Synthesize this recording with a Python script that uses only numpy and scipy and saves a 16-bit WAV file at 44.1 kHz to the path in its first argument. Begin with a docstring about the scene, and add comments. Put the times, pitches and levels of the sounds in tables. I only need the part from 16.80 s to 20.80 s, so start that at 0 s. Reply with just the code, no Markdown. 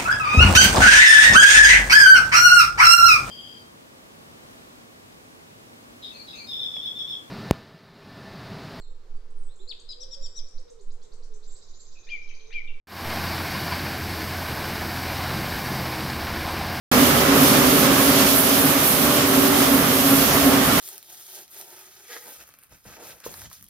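"""A ring spinning frame running in a large factory hall, heard in stereo from the aisle.
Banks of spindles at slightly different speeds beat into a throbbing hum; the drives add steady tones.
Farther off, the other frames merge into the roar of the hall. Close to the microphone, whirling yarn
rushes and the travellers hiss unevenly round their rings."""
import sys
import numpy as np
from scipy import signal
from scipy.fft import rfft, irfft
from scipy.io import wavfile
from scipy.ndimage import uniform_filter1d

SR = 44100
rng = np.random.default_rng(int(sys.argv[2]) if len(sys.argv) > 2 else 0)


def bounce(signal):
    """Save signal as a 16-bit WAV file at the path given by the first command-line argument."""
    frames = np.transpose(np.atleast_2d(signal))
    limited = np.clip(frames, -1, 1)
    pcm = np.round(limited * 32767).astype(np.int16)
    wavfile.write(sys.argv[1], SR, pcm)


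N = 176400
TIME, FREQ = np.arange(N) / SR, np.fft.rfftfreq(N, 1 / SR)
FLUTTER_HZ = 28  # how fast the roar, rush and hiss flicker


def undb(db):
    """Decibels to gain."""
    return 10 ** (np.asarray(db) / 20)


def curve(rows):
    """Gain over time through points of t/s, level/dB."""
    return undb(np.interp(TIME, *np.array(rows).T))


def walk(rate_hz):
    """Smooth random drift with a spread near 1."""
    hold = max(int(SR / rate_hz), 2)
    steps = np.repeat(rng.standard_normal(N // hold + 2), hold)
    return 1.3 * uniform_filter1d(uniform_filter1d(steps, hold), hold)[:N]


def pan(db):
    """Left and right gains for a level difference, left minus right."""
    return undb(np.array([[db], [-db]]) / 2)


def colour(white, hz, db):
    """Shape white noise to a spectrum in dB per Hz."""
    gain = undb(np.interp(np.log(np.maximum(FREQ, 1)), np.log(hz), db))
    return irfft(rfft(white) * gain, N) * np.sqrt(SR / 2)


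def tone(hz, sway_db):
    """A wavering tone, a little to the right, that reaches the two channels by different paths."""
    spread_rad_per_khz = 1.87
    phase = 2 * np.pi * (np.cumsum(hz) / SR + rng.random())
    phase_gap = spread_rad_per_khz * np.mean(hz) / 1000 * walk(2.006)
    sway = undb(sway_db * walk(5.07))
    return np.sqrt(2) * sway * np.sin(phase + np.array([phase_gap, -phase_gap]) / 2) * pan(db=-2)


def bank(rows, level):
    """Unbalanced spindles hum at their turning rates and beat against each other."""
    # harmonics of every spindle: multiple, level/dB
    overtones = [(1, -.5), (2, -16), (3, -23.5), (4, -20), (5, -17.5)]
    slip_hz, hum = 0.805, 0
    for hz, db in rows:
        turning_hz = hz + slip_hz * walk(5)
        for multiple, overtone_db in overtones:
            hum += undb(db + overtone_db) * tone(multiple * turning_hz, sway_db=1)
    return hum * curve(level)


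def spindles():
    """Three banks swell and fade in turn, so the throb changes its pace."""
    # turning rates of the spindles in each bank: f/Hz, level/dB
    slow = [(240.3, -36.5), (248.5, -32), (256.1, -33), (258.6, -32.5)]
    middle = [(273, -34), (275.4, -24.7)]
    fast = [(287.2, -32), (289.5, -35)]
    # rise and fall of each bank: t/s, level/dB
    slow_level = [(.2, 3.5), (.38, 0), (.52, 1), (.75, 2), (1.1, -0.5), (1.55, 0.5), (1.65, -9), (1.78, -1),
                  (2.0, -5), (2.07, -8), (2.16, -9), (2.22, 1), (2.48, -2), (2.7, 3), (3.1, 1.5), (3.3, 0),
                  (3.5, -8), (3.68, 0.5), (4, -3)]
    middle_level = [(.2, 3), (.35, -10), (.52, -0.5), (.72, -5), (.9, 1.5), (1.08, -2), (1.28, 2.5),
                    (1.4, -3), (1.55, 2), (1.65, -12), (1.8, -3), (1.98, -4.5), (2.08, -12), (2.17, -11),
                    (2.26, -0.5), (2.45, -2.5), (2.62, 2), (2.78, -1), (2.95, 0), (3.08, -1.5), (3.33, 6.5),
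                    (3.5, -5.5), (3.7, 4.5), (4, -3.5)]
    fast_level = [(.2, -2), (.6, 1.5), (1.2, 1), (1.95, -4.5), (2.1, -14), (2.25, 3.5), (2.7, 4), (3.1, -5),
                  (3.5, -1), (4, -1)]
    return bank(slow, slow_level) + bank(middle, middle_level) + bank(fast, fast_level)


def drives():
    """Motor, belts and gears sing at nearly fixed pitches; the strongest whine slowly recedes."""
    # tones of motor, belts and gears: f/Hz, level/dB
    tones = [(48.2, -49), (146.5, -42.5), (442.7, -43), (515, -45), (547, -39.5), (590.3, -37.5),
             (660.7, -39), (768, -47.5), (819, -44), (1092, -40.5), (1211, -44.5), (1292, -44), (1322, -46),
             (1364, -45)]
    # rise and fall of those tones, and of the whine: t/s, level/dB
    tones_level = [(.15, 3.5), (.45, 4), (1.05, 2), (1.8, -1.5), (2.1, -2), (2.8, 0.5), (3.25, -2),
                   (3.5, -1), (4, -3.5)]
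    whine_level = [(.15, -28.5), (.7, -28), (1.3, -31.5), (2.2, -33.5), (2.8, -29), (3.2, -35.5), (4, -37)]
    whine_hz, pitch_drift = 386, 0.001636
    sing = lambda hz: tone(hz * (1 + pitch_drift * walk(3.95)), sway_db=2.5)
    chord = sum(undb(db) * sing(hz) for hz, db in tones)
    return chord * curve(tones_level) + sing(whine_hz) * curve(whine_level)


def hall():
    """Distant frames merge into a reverberant roar, alike in both channels only in the bass."""
    # spectrum of the roar: f/Hz, level/dB per Hz
    spectrum = [(20, -96), (40, -84), (56, -59), (70, -54), (105, -55), (148, -47.5), (180, -51.5),
                (230, -47), (275, -47), (310, -53.5), (400, -52), (520, -52.5), (700, -54), (930, -56),
                (1150, -52.5), (1400, -55.5), (1700, -56.5), (2300, -60.5), (4000, -71), (8000, -93)]
    # rise and fall of the roar: t/s, level/dB
    level = [(.15, 2.5), (.8, 1.5), (.9, 1), (1.15, 2.5), (1.24, -1), (1.43, 2.5), (1.51, -3.5),
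             (1.62, -1.5), (1.7, -.5), (2.0, -0.5), (2.1, -3), (2.25, -1), (3.1, -1), (3.7, 0.1), (4, 1.3)]
    diffuse_hz, flutter_db = 915, 0.72
    coherence = np.clip(1.01 * np.exp(-(FREQ / diffuse_hz) ** 2), 0, 1)
    mid = irfft(rfft(rng.standard_normal(N)) * np.sqrt((1 + coherence) / 2), N)
    side = irfft(rfft(rng.standard_normal(N)) * np.sqrt((1 - coherence) / 2), N)
    roar = colour(np.array([mid + side, mid - side]), *np.array(spectrum).T)
    return roar * pan(db=-3) * curve(level) * undb(flutter_db * walk(FLUTTER_HZ))


def friction(spectrum, flutter_db):
    """Many sliding contacts make a grainy, fluttering noise, separate in each channel."""
    grain_hz, grain_db = 1300, 0.62
    hz, *channels = np.array(spectrum).T
    flutter = undb(flutter_db * walk(FLUTTER_HZ) + grain_db * walk(grain_hz))
    return np.array([colour(rng.standard_normal(N) * flutter, hz, db) for db in channels])


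def yarn():
    """Whirling yarn rushes close to the microphone."""
    # spectrum of the rush: f/Hz, left level/dB per Hz, right level/dB per Hz
    spectrum = [(1190, -82, -84), (2180, -63, -63.5), (3120, -62.5, -57.5), (4030, -64.5, -60.5),
                (5740, -66.5, -60), (6860, -67.5, -62.5), (7970, -66.5, -68), (10000, -71.5, -68)]
    # rise and fall of the rush: t/s, level/dB
    level = [(.15, 1.5), (.28, 1.5), (.5, 1), (.64, 2.4), (.88, 0.5), (1.0, 2.5), (1.2, 0.3), (1.43, 3),
             (1.6, -2), (1.72, -0.7), (2.1, -1.3), (2.4, -0.3), (2.65, -1.9), (2.8, 0), (3.03, -2.5),
             (3.5, 1), (3.7, -1), (4, 0.5)]
    return friction(spectrum, flutter_db=0.92) * curve(level)


def travellers():
    """Close by, travellers slide round their rings with an uneven hiss that wanders from side to side."""
    # spectrum of the hiss: f/Hz, left level/dB per Hz, right level/dB per Hz
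    spectrum = [(5000, -76, -75), (8000, -72.5, -73), (8460, -64, -67.5), (10100, -65.5, -61),
                (11140, -60.5, -58.5), (12400, -63.5, -57), (13300, -65, -58.5), (14100, -61, -58.5),
                (15500, -66, -62.5)]
    # rise and fall of the hiss: t/s, level/dB
    level = [(.15, -2), (.28, 0), (.39, -2), (.53, -6.5), (.57, 1.8), (.7, 2), (.76, 0.5), (1.0, 1.7),
             (1.1, -4), (1.25, 2.3), (1.37, -.5), (1.44, 4), (1.65, 1.5), (1.8, 0.5), (1.87, 3), (1.97, -2),
             (2.06, 4), (2.13, 1.5), (2.18, 1.5), (2.27, -0.8), (2.44, -3), (2.52, 0), (2.73, -1.5),
             (2.8, 1.5), (2.87, -2.5), (2.98, -0.5), (3.05, -2.5), (3.35, 1.5), (3.7, -1), (3.8, -2.8),
             (4, -.7)]
    # place in the stereo image: t/s, left minus right/dB
    balance = [(.15, -1), (.45, 1.5), (.65, 1), (1.0, -0.5), (1.35, 0.5), (1.6, -2.5), (1.75, 0),
               (2.1, -0.5), (2.45, 0.5), (2.9, -1), (3.35, -1.5), (3.8, -1)]
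    lean = np.sqrt(curve(balance))
    return friction(spectrum, flutter_db=1) * curve(level) * np.array([lean, 1 / lean])


def arch(middle_s, length_s):
    """A half-cosine envelope that rises from silence and returns to it."""
    return np.cos(np.pi * np.clip((TIME - middle_s) / length_s, -.5, .5))


def throbs():
    """Short pulses at the pitch of the hum: the firm beats where the spindles push together."""
    # peaks of the firmest beats: t/s, level/dB
    beats = [(.228, -17), (.507, -14.5), (.63, -18), (.855, -19), (.997, -16.5), (1.738, -18),
             (1.85, -17.5), (1.975, -20), (2.595, -18), (2.955, -18), (3.66, -18)]
    hum_hz = 268.2
    pulses = sum(undb(db) * arch(at, length_s=0.0454) for at, db in beats)
    return pulses * tone(np.full(N, hum_hz), sway_db=0)


def swells():
    """Narrow bands of noise swell and die away; two of them slide down in pitch."""
    # bands: middle t/s, length/s, f/Hz, glide/(Hz per s), width/Hz, level/dB, left minus right/dB
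    bands = [(.66, 0.18, 5800, 0, 1800, -35, 7), (.8, .1, 4500, 0, 600, -40, 8),
             (1.32, .12, 4900, 0, 900, -36, 8), (1.45, .1, 4900, 0, 900, -38, 8),
             (2.798, .1, 5170, 0, 500, -39, 9), (2.95, .16, 13500, 0, 2200, -31, -4),
             (3.299, 0.7, 12650, -600, 700, -32, -7), (3.51, .2, 11800, -4000, 700, -36, -7),
             (3.52, .13, 6000, 0, 2200, -34, 8), (3.697, 0.19, 660, 0, 100, -27.5, -2)]
    out = 0
    for middle, length, hz, glide, width, db, pan_db in bands:
        bell = np.exp(-2 * ((FREQ - hz) / width) ** 2)
        band = irfft(rfft(rng.standard_normal(N)) * bell, N)
        chirp = np.exp(1j * np.pi * glide * (TIME - middle) ** 2)
        sliding = np.real(signal.hilbert(band / band.std()) * chirp)
        out += sliding * arch(middle, length) * undb(db) * pan(pan_db)
    return out


def scene():
    """From the aisle: yarn and travellers up close, hum and drive tones over the hall behind."""
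    close = yarn() + travellers()
    return close + spindles() + throbs() + drives() + hall() + swells()


def record(dry):
    """The sound cuts in after a moment of silence; a steep low-pass takes off the very top."""
    start_s, fade_s, top_hz = 0.1139, 0.0027, 15550
    opening = np.clip((TIME - start_s) / fade_s, 0, 1)
    low_pass = signal.ellip(12, .1, 80, top_hz, fs=SR, output="sos")
    return signal.sosfilt(low_pass, dry * opening)


dry = scene()
out = record(dry)
bounce(out)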